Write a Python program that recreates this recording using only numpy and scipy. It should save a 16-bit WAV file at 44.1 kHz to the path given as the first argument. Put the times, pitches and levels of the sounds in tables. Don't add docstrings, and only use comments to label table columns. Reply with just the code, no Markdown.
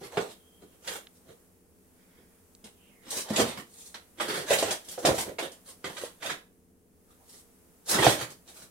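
import sys
import numpy as np
from scipy import signal
from scipy.fft import rfft, irfft
from scipy.io import wavfile
from scipy.ndimage import uniform_filter1d

SR = 44100
rng = np.random.default_rng(int(sys.argv[2]) if len(sys.argv) > 2 else 0)


def to_wav(sig):
    pcm = np.clip(np.atleast_2d(sig), -1, 1) * 32767
    pcm = np.round(pcm).astype(np.int16)
    wavfile.write(sys.argv[1], SR, pcm.T)


N = 383669
HZ = np.fft.rfftfreq(N, 1 / SR)

# frequency_hz, level_db
AIR_COLOUR = [(20, -9), (44, -8), (88, -0.5), (130, -19), (180, 1), (220, -8), (250, -6), (315, -10.5),
              (465, -11), (530, -15.5), (1000, -27.5), (4000, -38.5), (10000, -29.5), (16000, -34.5)]
# frequency_hz, likeness
AIR_LIKENESS = [(60, 0.63), (290, 0.78), (640, 0.23), (1400, 0.031), (3000, 0.059), (15000, 0.056)]
# time_s, gain_db
HISS_RIDE = [(1.4, 10.5), (1.65, 6), (1.9, 9), (4.1, 11.5), (6.301, 12.5), (6.498, 5), (6.75, 3),
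             (6.9, 3.5), (7.2, 10.5)]
# pitch_hz, level_db
HUM_PARTIALS = [(188.4, -82), (253.0, -73.5), (339.1, -78), (425.3, -76), (468.3, -77)]
# crest_s, length_s, force_db, lean_db
STROKES = [(0.045, 0.081, -51.5, 1), (0.211, 0.2, -47.5, -3.5), (0.306, 0.054, -51, 3.5),
           (0.629, 0.048, -60.0, -7), (0.737, 0.079, -66, -4.5), (0.874, 0.098, -51, 3),
           (0.935, 0.12, -43, 2), (1.164, 0.057, -73, 10), (1.3, 0.089, -60.5, -6.5),
           (3.088, 0.12, -57.5, -1), (3.177, 0.14, -40.5, 5.5), (3.348, 0.18, -42, -2),
           (3.4, 0.06, -28, -3.5), (3.484, 0.17, -43, -1), (3.587, 0.077, -49, -1), (3.827, 0.29, -61, 9.5),
           (4.229, 0.086, -42.5, -1.0), (4.355, 0.21, -39, -1), (4.533, 0.11, -30.5, 1.5),
           (4.663, 0.22, -42.5, -2.5), (4.905, 0.15, -54.5, 6), (5.013, 0.14, -55, 6.5),
           (5.086, 0.11, -34, -5.5), (5.195, 0.11, -39.5, 3.5), (5.284, 0.085, -47, -7.5),
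           (5.442, 0.09, -45.5, -2.5), (5.691, 0.078, -53.5, 6), (5.888, 0.11, -49.0, -3),
           (6.011, 0.2, -49, 2.5), (6.286, 0.14, -45, 0), (7.11, 0.09, -75, 3), (7.34, 0.19, -63, 7.5),
           (7.907, 0.069, -36, 7.5), (7.95, 0.11, -34.5, 2), (8.002, 0.13, -37, -5),
           (8.04, 0.057, -32.5, -0.5), (8.087, 0.17, -30.5, 2), (8.212, 0.088, -41, 0),
           (8.312, 0.064, -55.5, 4.5), (8.497, 0.075, -58.5, 4), (8.602, 0.16, -58, 5)]
# pitch_hz, level_db, t60_s
BOX_MODES = [(121.9, -8, 0.16), (219, -7, 0.12), (257, -13, 0.048), (340, -5, 0.073), (438.8, -4, 0.072),
             (502.4, 8, 0.019), (563, -9, 0.033), (637, -0.5, 0.06), (795, -2.5, 0.08), (1073, -14, 0.13),
             (1222, -24, .06), (1400, -19, 0.053), (1430, -0.5, 0.057), (1820, -16, 0.077)]
# frequency_hz, level_db
CARD_COLOUR = [(40, -25), (120, -7.5), (230, -17), (330, -10.5), (600, -7.5), (900, -11.5), (1400, -14),
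               (2000, -14), (2500, -19), (3200, -14), (5500, -17), (8900, -14.5), (13000, -23),
               (16000, -30.5)]
# start_s, level_db, centre_hz, room_send_db
BLOWS = [(.013, -33.5, 405, 4.5), (0.129, -31.5, 517, -7), (.171, -17, 414.6, 1), (0.624, -45, 268, -1),
         (2.187, -46.5, 207, -1.5), (2.638, -44.5, 205, 1), (2.891, -48, 221, -2), (3.166, -37, 230, -5),
         (3.305, -19.5, 210, -3), (3.39, -19, 235, 2), (4.507, -10.5, 512, 2.5), (4.587, -20, 564, -7),
         (4.625, -9, 513, -6), (4.711, -20, 530, -1), (4.977, -22, 475, 2), (5.049, -9.5, 556, 2),
         (5.091, -12, 516, -4), (5.099, -28, 80, -4), (5.128, -21, 520, -0.5), (5.282, -38, 520, 0),
         (5.388, -26, 510, -2), (5.843, -28, 386, -1), (6.036, -21.5, 466, -11.5), (6.252, -24, 556, -12),
         (7.986, -16, 346, -3), (8.066, -1.5, 616, -6.5), (8.068, -13.5, 320, -0.5), (8.07, -18.5, 125, -6),
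         (8.093, -17, 565, 2.5), (8.221, -33, 141, -5.5)]
# start_s, level_db, centre_hz
LANDINGS = [(.014, -46, 140), (.174, -29.5, 200), (.875, -49, 130), (3.392, -29, 170), (4.51, -40, 120),
            (4.627, -37, 120), (5.092, -29, 55), (5.285, -44, 80), (8.065, -26, 120), (8.22, -38, 130)]
# start_s, level_db, centre_hz, give_way_s
CARD_SNAPS = [(0.171, -17, 1320, 0.00035), (0.875, -19.5, 2960, 0.00025), (2.641, -33, 5000, 0.00018),
              (3.105, -19.5, 8000, .0002), (3.305, -31.5, 2150, .0003), (3.361, -11.5, 3680, .0003),
              (3.394, -18, 3160, .0003), (3.943, -26.5, 2330, 0.00063), (4.199, -15.5, 1730, 0.0012),
              (4.296, -18, 2090, .002), (4.506, -13.5, 2370, .002), (4.584, -12.5, 4630, 0.00083),
              (4.625, -17, 4140, 0.00037), (4.707, -13, 5260, 0.0013), (4.914, -26.5, 10900, 0.0002),
              (5.051, -7, 4200, 0.0021), (5.385, -17, 1820, 0.00093), (5.517, -36.5, 6510, 0.00035),
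              (5.842, -21, 1800, 0.00068), (5.967, -24, 2370, 0.0018), (6.222, -21.5, 1750, 0.0034),
              (6.294, -17.5, 2150, 0.0041), (7.986, -12, 1560, 0.00016), (8.022, -8, 1900, 0.0037),
              (8.063, -10, 1860, 0.00038), (8.476, -39, 4060, 0.00034)]
# start_s, length_s, first_hz, last_hz, width_hz, level_db
SQUEAK_GLIDES = [(.28, .52, 3240, 3130, 170, -70.5), (2.738, .23, 2965, 2700, 750, -66.5),
                 (2.87, .22, 2140, 2010, 260, -68.5), (7.059, .11, 1330, 1250, 260, -70.5),
                 (7.19, .06, 897, 780, 350, -66)]
# start_s, level_db, centre_hz, give_way_s
CLOSE_TICKS = [(1.07, -49, 2600, .0003), (2.55, -53, 6500, .0002)]
# start_s, length_s, level_db
CAT_STEPS = [(1.92, 0.21, -71.5), (2.069, .2, -67), (2.223, 0.22, -75)]
# frequency_hz, level_db
FUR_COLOUR = [(500, -16), (1000, -3), (1650, 0), (2300, 0), (2800, -11), (3350, -2), (4200, -14),
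              (5100, -5), (6500, -27), (16000, -40)]
# frequency_hz, t60_s
ROOM_DECAY = [(100, 0.32), (400, 0.29), (1000, 0.27), (3000, 0.28), (8000, 0.24), (15000, 0.33)]
# frequency_hz, likeness
ROOM_LIKENESS = [(100, 0.85), (300, 0.91), (550, 0.53), (1000, -.1), (2000, -0.17), (5000, 0.016)]
# frequency_hz, left_minus_right_db
PAN = [(100, -0.5), (250, 0), (500, -2.5), (1100, -4), (2000, -6.5), (4000, -1.5), (12000, 0.5)]


def amp(db):
    return 10 ** (np.asarray(db) / 20)


def unit_rms(x):
    return x / np.sqrt(np.mean(x ** 2) + 1e-20)


def curve(points, hz):
    knots_hz, values = np.transpose(points)
    return np.interp(np.log(hz + 1), np.log(knots_hz + 1), values)


def add(mix, start_s, sound):
    part = mix[max(round(start_s * SR), 0):][:len(sound)]
    part += sound[:len(part)]


def eq(x, gain):
    return irfft(rfft(x) * gain, x.shape[-1])


def hump(hz, centre_hz, octaves):
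    return 1 / np.sqrt(1 + (np.log2((hz + 1) / centre_hz) / octaves) ** 4)


def stereo_pair(a, b, likeness):
    mid, side = np.sqrt((1 + likeness) / 2) * a, np.sqrt((1 - likeness) / 2) * b
    return np.array([mid + side, mid - side])


def wander(size, span):
    return unit_rms(uniform_filter1d(rng.standard_normal(size), size=span))


def room_tone(air_db=-64, crossover_hz=700, waver_hz=1.8):
    a, b = rfft(rng.standard_normal((2, N)))
    spectrum = stereo_pair(a, b, curve(AIR_LIKENESS, HZ)) * amp(curve(AIR_COLOUR, HZ))
    wash = unit_rms(irfft(spectrum, N))
    rumble = eq(wash, 1 / (1 + (HZ / crossover_hz) ** 4))
    hiss = (wash - rumble) * amp(np.interp(np.arange(N) / SR, *np.transpose(HISS_RIDE)))
    hum = np.zeros(N)
    for pitch_hz, level_db in HUM_PARTIALS:
        cycles = np.cumsum(pitch_hz + waver_hz * wander(N, 4000)) / SR
        hum += amp(level_db) * np.sqrt(2) * np.sin(2 * np.pi * cycles)
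    return amp(air_db) * (rumble + hiss) + hum


def slips(size, per_s, spread_db):
    height = amp(spread_db * np.minimum(rng.exponential(1, size), 3))
    return height * rng.choice([-1., 1.], size) * (rng.random(size) < per_s / SR)


def box_ring(centre_hz, octaves, scatter_db, detune=.03):
    t = np.arange(SR // 4) / SR
    hz, level_db, t60_s = np.transpose(BOX_MODES)[:, :, None]
    hz = hz * (1 + detune * rng.standard_normal(hz.shape))
    weight = hump(hz, centre_hz, octaves) * amp(scatter_db * rng.standard_normal(hz.shape))
    modes = np.sin(2 * np.pi * (hz * t + rng.random(hz.shape)))
    return (weight * amp(level_db - 60 * t / t60_s) * modes).sum(0)


def scrape(swell_s, fade_s, boom_hz, boom_db, rasp_db, fizz_db, edge_db=-18.5, judder_db=4, spot_db=2):
    size = SR // 2
    t, hz = (np.arange(size) - size // 2) / SR, np.fft.rfftfreq(size, 1 / SR)
    swell_db = edge_db * (t / np.where(t < 0, swell_s, fade_s)) ** 2
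    force = amp(swell_db + judder_db * wander(size, 260))
    card = amp(curve(CARD_COLOUR, hz) + spot_db * wander(len(hz), 220))
    low, high = 1 / (1 + (hz / 900) ** 6), 1 - 1 / (1 + (hz / 4000) ** 6)
    middle = (1 - low) * (1 - high)
    drag = slips(size, per_s=1500, spread_db=3.96)
    ring = unit_rms(signal.oaconvolve(drag, box_ring(boom_hz, octaves=.76, scatter_db=.85))[:size])
    rumble = unit_rms(eq(drag, card * np.sqrt(low) * hump(hz, boom_hz, octaves=1.04)))
    boom = unit_rms(.43 * ring + .57 * rumble)
    rasp = unit_rms(eq(slips(size, per_s=2200, spread_db=.5), card * np.sqrt(middle)))
    fizz = unit_rms(eq(slips(size, per_s=6000, spread_db=5.5), card * np.sqrt(high)))
    return force * (amp(boom_db) * boom + amp(rasp_db) * rasp + amp(fizz_db) * fizz)


def card_friction(firm_db=-35, firm_hz=394, octaves_per_db=.02, rustle_rise_s=.009, rustle_fade_s=.037):
    out = np.zeros(N + SR)
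    for crest_s, length_s, force_db, lean_db in STROKES:
        boom_hz = firm_hz * 2 ** (octaves_per_db * (force_db - firm_db))
        rasp_db = force_db + 3 - abs(lean_db)
        stroke = scrape(.58 * length_s, .42 * length_s, boom_hz,
                        boom_db=force_db - lean_db, rasp_db=rasp_db, fizz_db=force_db + lean_db)
        add(out, 1 + crest_s - len(stroke) / 2 / SR, stroke)
    for start_s, snap_db, centre_hz, _ in CARD_SNAPS:
        lean_db = 3 * np.log2(centre_hz / 3600)
        rustle = scrape(rustle_rise_s, rustle_fade_s, firm_hz, boom_db=snap_db - 29.5 - lean_db,
                        rasp_db=snap_db - 26, fizz_db=snap_db - 27 + lean_db)
        add(out, 1 + start_s + rustle_rise_s - len(rustle) / 2 / SR, rustle)
    return out[SR:]


def crackle(centre_hz, octaves, decay_s):
    t = np.arange(SR // 4) / SR
    hz = np.fft.rfftfreq(len(t), 1 / SR)
    burst = eq(rng.standard_normal(len(t)), hump(hz, centre_hz, octaves) * amp(curve(CARD_COLOUR, hz)))
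    return unit_rms(burst) * np.exp(-t / decay_s)


def even_attack(x):
    return x / (2 * np.sqrt(np.mean(x[:SR // 200] ** 2)))


def bumps(chatter_cycles=2.5, panel_cycles=3.6, sag=.15, sag_s=.0052, attack_s=.0012):
    direct, send = np.zeros((2, N))
    for start_s, level_db, hz, send_db in BLOWS:
        ring = box_ring(hz, octaves=.36, scatter_db=1.4)
        chatter = crackle(hz, octaves=1, decay_s=chatter_cycles / hz)
        t = np.arange(len(ring)) / SR
        cycles = np.cumsum(hz * (1 + sag * np.exp(-t / sag_s))) / SR
        panel = np.sin(2 * np.pi * cycles) * np.exp(-cycles / panel_cycles)
        body = amp(-3) * (panel + even_attack(ring)) + amp(-3.5) * even_attack(chatter)
        blow = amp(level_db) * body * (1 - np.exp(-t / attack_s))
        add(direct, start_s, blow)
        add(send, start_s, amp(send_db) * blow)
    return direct, send


def thumps(rise_s=.003, fade_s=.026):
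    out, t = np.zeros(N), np.arange(SR // 4) / SR
    hz = np.fft.rfftfreq(len(t), 1 / SR)
    envelope = (1 - np.exp(-t / rise_s)) * np.exp(-t / fade_s)
    for start_s, level_db, centre_hz in LANDINGS:
        shudder = eq(rng.standard_normal(len(t)), hump(hz, centre_hz, octaves=.7) ** 2)
        add(out, start_s, amp(level_db) * unit_rms(shudder) * envelope)
    return out


def snaps(cues, octaves, tail_s):
    out = np.zeros(N)
    for start_s, level_db, centre_hz, give_way_s in cues:
        tail = crackle(centre_hz, octaves, decay_s=tail_s + give_way_s)
        crack = amp(1) * crackle(centre_hz, octaves, decay_s=.0005)
        onset = 1 - np.exp(-np.arange(len(tail)) / SR / give_way_s)
        add(out, start_s, amp(level_db) * (crack + tail) * onset)
    return out


def arch(length_s):
    return np.sin(np.linspace(0, np.pi, round(length_s * SR)))


def squeaks():
    out = np.zeros(N)
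    for start_s, length_s, first_hz, last_hz, width_hz, level_db in SQUEAK_GLIDES:
        swell = arch(length_s)
        offset_hz = np.fft.fftfreq(len(swell), 1 / SR)
        a, b = rng.standard_normal((2, len(swell)))
        fuzz = np.fft.ifft((a + 1j * b) / (1 + (2 * offset_hz / width_hz) ** 2))
        cycles = np.cumsum(np.linspace(first_hz, last_hz, len(swell))) / SR
        tone = (fuzz * np.exp(2j * np.pi * cycles)).real
        add(out, start_s, amp(level_db) * swell * unit_rms(tone))
    return out


def shuffles():
    out = np.zeros(N)
    for start_s, length_s, level_db in CAT_STEPS:
        swell = arch(length_s)
        hz = np.fft.rfftfreq(len(swell), 1 / SR)
        brush = eq(slips(len(swell), per_s=1800, spread_db=3), amp(curve(FUR_COLOUR, hz)))
        add(out, start_s, amp(level_db) * swell * unit_rms(brush))
    return out


def echoes(per_s=4000, early_s=.022):
    taps = rng.standard_normal((2, SR // 2)) * (rng.random((2, SR // 2)) < per_s / SR)
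    hz, frame_s, bands = signal.stft(taps, SR, nperseg=512)
    decay = amp(-60 * frame_s / curve(ROOM_DECAY, hz)[:, None])
    bands = stereo_pair(*bands, curve(ROOM_LIKENESS, hz)[:, None]) * decay
    tail = signal.istft(bands, SR, nperseg=512)[1]
    t = np.arange(tail.shape[1]) / SR
    onset = np.clip(t / .001 - .5, 0, 1)
    tail = tail * onset * (1 + np.exp(-t / early_s))
    return tail / np.linalg.norm(tail[0])


def reverb(send, spots, blend_samples):
    shares = rng.standard_normal((spots, N))
    for _ in range(2):
        shares = uniform_filter1d(shares, size=blend_samples, axis=1)
    shares = shares / np.linalg.norm(shares, axis=0)
    return sum(signal.oaconvolve((share * send)[None], echoes(), axes=1)[:, :N] for share in shares)


def scene(low_cut_hz=70):
    friction = card_friction()
    bump, bump_send = bumps()
    snap = snaps(CARD_SNAPS, octaves=.96, tail_s=.0034)
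    faint = squeaks() + shuffles()
    thump = thumps()
    ticks = snaps(CLOSE_TICKS, octaves=.65, tail_s=.0018)
    hits = amp(-3.5) * bump + amp(-2.5) * thump + amp(-11) * snap + amp(9) * ticks
    direct = amp(-6.5) * (friction + faint) + hits
    wet = reverb(amp(1) * friction + amp(-3) * snap + faint, spots=8, blend_samples=420)
    wet += reverb(amp(-1.5) * bump_send, spots=2, blend_samples=2200)
    stereo = np.array([np.roll(direct, 2), direct]) + wet
    low_cut = (HZ / low_cut_hz) ** 2 / np.sqrt(1 + (HZ / low_cut_hz) ** 4)
    pan = amp(np.array([[.5], [-.5]]) * curve(PAN, HZ))
    return eq(stereo, low_cut * pan) + room_tone()


def record(dry, high_cut_hz=15900):
    lowpass = signal.firwin(511, high_cut_hz, window=("kaiser", 9), fs=SR)
    return signal.oaconvolve(dry, lowpass[None], "same")


dry = scene()
out = record(dry)
to_wav(out)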